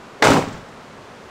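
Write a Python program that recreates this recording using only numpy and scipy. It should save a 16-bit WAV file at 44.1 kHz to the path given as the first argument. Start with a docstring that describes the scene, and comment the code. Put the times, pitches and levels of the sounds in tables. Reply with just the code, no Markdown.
"""A heavy bang is heard first in a soft puff, then in full: a van's rear door slams on a driveway.
Shaped noise gives the puff of the seal, the steel crash, the latch's snap and ticks, and the shudder's
knocks and jingle. Decaying sines ring the door skin and walls and boom in the cargo space; noise in bands
shakes the body. A faint echo and steady outdoor hiss lie underneath; a limiter flattens the bang."""
import sys
import numpy as np
from scipy import signal
from scipy.fft import rfft, irfft
from scipy.io import wavfile
from scipy.ndimage import uniform_filter1d

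SR = 44100
rng = np.random.default_rng(int(sys.argv[2]) if len(sys.argv) > 2 else 0)


def log_audio(samples):
    """Write samples as a 16-bit WAV file to the path given in sys.argv[1]."""
    # one column per channel
    frames = np.atleast_2d(samples).T
    # limit to full scale, then quantise
    limited = np.clip(frames, -1, 1)
    pcm = np.round(limited * 32767).astype(np.int16)
    wavfile.write(sys.argv[1], SR, pcm)


N = 57330
TIME, HZ = np.arange(N) / SR, np.fft.rfftfreq(N, 1 / SR)

# Levels and densities are relative: each source has its own gain, and the limiter acts on the sum.
SLAM_S = 0.2222  # the door meets its frame
# Modes of the door skin: (frequency [Hz], level [dB], 60 dB decay time [s])
SKIN_MODES = [(420.7, -9, 0.41), (442.7, 0, 0.34), (633.6, -5, 0.41), (719, -7.5, 0.33),
              (839.4, -2.5, 0.33), (905, -0.5, 0.21), (1114, -12, 0.75), (1424, -6.5, 0.31),
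              (1465, -12.5, 0.45), (1600, -8.5, .45), (2076, -12, 0.17), (3564, -15, .24)]
SKIN_DB = -11.5
# Crash of steel on steel: (frequency [Hz], density [dB per Hz])
CRASH_SPECTRUM = [(30, -45), (190, -33), (330, 5), (520, -2), (900, -2), (1250, -3), (1950, -1),
                  (2700, -16), (4400, -11.5), (8000, -24), (10000, -37), (16000, -46)]
# Decay of the crash: (frequency [Hz], 60 dB decay time [s])
CRASH_T60 = [(200, 0.11), (1500, 0.037), (5000, 0.08), (15000, 0.051)]
CRASH_DB, CRASH_RISE_S, CRASH_HOLD_S = -6.5, 0.00276, 0.0066

# Contacts of the shuddering door with latch and frame:
# (time [s], knock level [dB], knock low-pass cutoff [Hz], rattle level [dB])
CONTACTS = [(0.2380, -17, 895, -1), (0.2476, -4.5, 1520, -4.5), (0.2705, 0.5, 1940, -1.5),
            (0.2845, -1.5, 890, -19), (0.3016, -2, 1180, -5), (0.3190, -1, 1550, -17),
            (0.3657, -5, 1710, -25), (0.371, -7.5, 1240, -14), (0.3830, -3.5, 440, -29),
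            (0.39, -8.5, 800, -21), (0.4221, -17, 2770, -22), (0.4380, -16.5, 700, -36),
            (0.4668, -15.5, 348, -48), (0.5210, -25, 258, -45), (0.5480, -23, 259.7, -45)]
# Knock of a contact: (frequency [Hz], density [dB per Hz])
KNOCK_SPECTRUM = [(40, -31), (150, -4), (280, 1), (350, -6.5), (450, -1), (1500, -3.5), (5000, -12.5)]
KNOCK_DB, KNOCK_RISE_S, KNOCK_T60_S = -5.5, 0.001, 0.034
# Jingle of latch and rods: (frequency [Hz], density [dB per Hz])
RATTLE_SPECTRUM = [(100, -38), (900, -10), (2200, 4), (4200, -2), (5600, -4.5), (7800, -3.5),
                   (10000, -15.5), (16000, -33)]
RATTLE_DB, RATTLE_RISE_S, RATTLE_T60_S = -16, 0.0019, 0.14
GRAIN_S, GRAIN_DB = 0.0012, 2.5  # spacing of the jingle's tiny impacts, standard deviation of their level

# Latch snapping over its striker: (frequency [Hz], density [dB per Hz])
SNAP_SPECTRUM = [(200, -25), (800, 3), (1300, -5.5), (1850, 3.5), (2700, -7), (4500, -10), (5500, -29),
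                 (8000, -26), (11000, -33), (16000, -33)]
SNAP_S, SNAP_DB, SNAP_RISE_S, SNAP_T60_S = 0.2246, -4.5, 0.00079, 0.02
# Ticks of rods and fittings settling: (time [s], level [dB])
TICK_EVENTS = [(0.4832, -40), (0.5270, -45.5), (0.5320, -47), (0.5760, -49), (0.6865, -52), (0.7155, -54)]
# Metallic colour of a tick: (frequency [Hz], density [dB per Hz])
TICK_SPECTRUM = [(1000, -25), (3000, -7), (5500, -4), (7300, 0), (8500, -4), (10000, -22), (16000, -32)]
TICK_RISE_S, TICK_T60_S = 0.001, 0.043

# Shake of the whole van body: (frequency [Hz], density [dB per Hz])
BODY_SPECTRUM = [(20, -23), (40, -4.5), (75, -3), (150, -2.5), (270, -1.5), (352, -11), (430, -4.5),
                 (600, -3.5), (1100, -8.5), (2000, -11.5), (3500, -17), (7500, -23), (10000, -35),
                 (16000, -39)]
BODY_DB = -17.5
# Build-up of the shake: (frequency [Hz], rise time [s])
BODY_RISE_TIMES = [(50, 0.077), (150, 0.057), (400, 0.026), (4000, 0.024)]
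# Start of the decay after onset: (frequency [Hz], hold time [s])
BODY_HOLD_TIMES = [(50, 0.085), (160, .16), (900, 0.12), (3000, .095), (12000, 0.12)]
# Decay of the shake: (frequency [Hz], 60 dB decay time [s])
BODY_DECAY_TIMES = [(50, 0.42), (200, 0.37), (1000, 0.43), (4000, 0.46), (12000, 0.32)]
# Modes of the side and roof panels: (frequency [Hz], level [dB])
WALL_MODES = [(104, -7), (170, -2.5), (218, -7.5), (325, -1.5), (404, 0.5), (538, 0), (797, -1.5),
              (964, -2.5), (1077, -4), (1290, -6.5), (1346, -11), (2261, -14.5), (2530, -12.5)]
WALLS_DB, WALLS_RISE_S, WALLS_HOLD_S, WALLS_T60_S = -23.5, 0.037, 0.14, 0.35
# Hollow resonances of the cargo space:
# (time [s], frequency [Hz], level [dB], rise time [s], 60 dB decay time [s])
CARGO_BOOMS = [(0.239, 146.4, -24.5, 0.011, 0.79), (0.301, 275.5, -10.5, 0.0073, 0.38),
               (0.368, 149.8, -19.5, 0.0077, .15)]

# Air squeezed past the seal: (frequency [Hz], density [dB per Hz])
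SEAL_SPECTRUM = [(40, -20), (130, -6), (420, 14), (1100, -5), (2200, -20), (8000, -53)]
SEAL_S, SEAL_DB, SEAL_RISE_S, SEAL_T60_S = 0.193, -29.5, 0.032, 0.069

# Echo from the houses: (frequency [Hz], density [dB per Hz])
ECHO_SPECTRUM = [(30, -4), (150, 6), (350, -4), (1100, -5.5), (2500, -16), (7500, -26), (10000, -46),
                 (16000, -40)]
ECHO_DB, ECHO_DELAY_S, ECHO_RISE_S, ECHO_HOLD_S, ECHO_T60_S = -35, 0.1, 0.1, 0.23, 0.4
# Outdoor hiss: (frequency [Hz], density [dB per Hz])
HISS_SPECTRUM = [(12, -39), (20, -14), (59, -12.5), (109, -6), (196, -4), (232, -2), (298, -6.5),
                 (324, -11), (362, -3.5), (631, -6), (746, -7.5), (1270, -8.5), (2090, -16), (7110, -29.5),
                 (15500, -50.5)]
HISS_DB = -40.5
EDGE_HZ = 15800  # upper band limit of the whole sound


def amp(db):
    """Level law: decibels to amplitude gain."""
    return 10 ** (np.asarray(db) / 20)


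def read(points, hz):
    """Interpolation of a frequency table, linear along a logarithmic frequency axis."""
    f, value = np.transpose(points)
    return np.interp(np.log(hz + 1), np.log(f), value)


def add(mix, s, sound):
    """Superposition: a sound is summed into the mix from time s in seconds."""
    part = mix[round(s * SR):][:len(sound)]
    part += sound[:len(part)]


def noise(spectrum, gain=1):
    """Random-phase synthesis: noise of the given spectrum, scaled to unit RMS."""
    phase = np.exp(2j * np.pi * rng.random(len(HZ)))
    x = irfft(gain * amp(read(spectrum, HZ)) * phase, N)
    return x / x.std()


def sine(hz):
    """Simple harmonic motion of one mode, from a random phase."""
    return np.sin(2 * np.pi * (hz * TIME + rng.random()))


def envelope(rise, hold, t60):
    """Exponential damping: linear attack, then a fall of 60 dB per t60 from time hold on."""
    attack = np.minimum(TIME / rise, 1)
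    return attack * np.exp(-np.log(1000) * np.maximum(TIME - hold, 0) / t60)


def dense_ring(spectrum, shape, count=10):
    """High modal density: overlapping modes act as noise, each band with its envelope shape(Hz)."""
    centres = np.geomspace(30, 15000, count)
    z = rfft(noise(spectrum))
    out = np.zeros(N)
    for hz, band in zip(centres, np.eye(count)):
        weight = read(list(zip(centres, band)), HZ)  # triangle on log frequency, crossfading with its neighbours
        out += irfft(z * weight, N) * shape(hz)
    return out


def struck_door():
    """Impact excitation: the slam rings the skin's modes at once, with a short bright crash."""
    skin = np.zeros(N)
    for hz, db, t60 in SKIN_MODES:
        skin += amp(db) * sine(hz) * envelope(CRASH_RISE_S, 0, t60)
    crash = dense_ring(CRASH_SPECTRUM, lambda hz: envelope(CRASH_RISE_S, CRASH_HOLD_S, read(CRASH_T60, hz)))
    out = np.zeros(N)
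    add(out, SLAM_S, amp(SKIN_DB) * skin + amp(CRASH_DB) * crash)
    return out


def grain():
    """Amplitude modulation by tiny uneven impacts: a random gain of unit RMS, interpolated in dB."""
    level = np.interp(TIME / GRAIN_S, np.arange(N), rng.standard_normal(N))
    gain = amp(GRAIN_DB * level)
    return gain / np.sqrt(np.mean(gain ** 2))


def shudder(order=4):
    """Contact stiffness: a softer contact gives a duller knock; each one also shakes the latch."""
    out = np.zeros(N)
    shape = envelope(KNOCK_RISE_S, KNOCK_RISE_S, KNOCK_T60_S)
    for s, knock_db, cutoff_hz, rattle_db in CONTACTS:
        low_pass = 1 / np.hypot(1, (HZ / cutoff_hz) ** order)
        knock = noise(KNOCK_SPECTRUM, low_pass) * shape
        knock *= np.linalg.norm(shape) / np.linalg.norm(knock)  # same energy before the contact's level
        rattle = noise(RATTLE_SPECTRUM) * grain() * envelope(RATTLE_RISE_S, 0, RATTLE_T60_S)
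        add(out, s, amp(KNOCK_DB + knock_db) * knock + amp(RATTLE_DB + rattle_db) * rattle)
    return out


def latch():
    """Impulsive contact: the latch snaps shut in a noise burst, and the fittings tick as they settle."""
    out = np.zeros(N)
    add(out, SNAP_S, amp(SNAP_DB) * noise(SNAP_SPECTRUM) * envelope(SNAP_RISE_S, SNAP_RISE_S, SNAP_T60_S))
    for s, db in TICK_EVENTS:
        add(out, s, amp(db) * noise(TICK_SPECTRUM) * envelope(TICK_RISE_S, 0, TICK_T60_S))
    return out


def body_shape(hz):
    """Frequency-dependent damping: the body's build-up, hold and decay at hz."""
    return envelope(read(BODY_RISE_TIMES, hz), read(BODY_HOLD_TIMES, hz), read(BODY_DECAY_TIMES, hz))


def van_body():
    """Structure-borne sound: the body shakes and its side and roof panels take up the motion."""
    shake = dense_ring(BODY_SPECTRUM, body_shape)
    walls = sum(amp(db) * sine(hz) for hz, db in WALL_MODES)
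    walls *= envelope(WALLS_RISE_S, WALLS_HOLD_S, WALLS_T60_S)
    out = np.zeros(N)
    add(out, SLAM_S, amp(BODY_DB) * shake + amp(WALLS_DB) * walls)
    return out


def cargo_space():
    """Cavity resonance: hollow tones swell in turn and decay."""
    out = np.zeros(N)
    for s, hz, db, rise, t60 in CARGO_BOOMS:
        add(out, s, amp(db) * np.sin(2 * np.pi * hz * TIME) * envelope(rise, rise, t60))
    return out


def seal():
    """Turbulent flow: air squeezed past the seal puffs softly just before the door lands."""
    out = np.zeros(N)
    add(out, SEAL_S, amp(SEAL_DB) * noise(SEAL_SPECTRUM) * envelope(SEAL_RISE_S, SEAL_RISE_S, SEAL_T60_S))
    return out


def echo():
    """Diffuse reflection: the houses return the bang as a delayed swell of noise."""
    out = np.zeros(N)
    swell = envelope(ECHO_RISE_S, ECHO_HOLD_S, ECHO_T60_S)
    add(out, SLAM_S + ECHO_DELAY_S, amp(ECHO_DB) * noise(ECHO_SPECTRUM) * swell)
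    return out


def outdoor_hiss():
    """Stationary noise: a steady hiss of fixed spectrum."""
    return amp(HISS_DB) * noise(HISS_SPECTRUM)


def scene():
    """Linear superposition of all sources in one channel."""
    background = outdoor_hiss() + echo()
    slam = seal() + struck_door()
    van = van_body() + cargo_space()
    aftermath = shudder() + latch()
    return (background + slam + van + aftermath)[None]


def record(dry, ceiling_db=-2, recover_db_per_s=250):
    """Gain reduction: a fast peak limiter with linear recovery in dB, then a low-pass band limit."""
    over_db = np.maximum(20 * np.log10(abs(dry[0]) + 1e-9) - ceiling_db, 0)
    fall = TIME * recover_db_per_s
    held_db = np.maximum.accumulate(over_db + fall) - fall  # peaks held, then released at the recovery rate
    cut_db = uniform_filter1d(held_db, size=16)  # smoothed over 16 samples
    low_pass = signal.firwin(511, EDGE_HZ, window=("kaiser", 9), fs=SR)
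    return signal.oaconvolve(dry / amp(cut_db), low_pass[None], "same")


dry = scene()
out = record(dry)
log_audio(out)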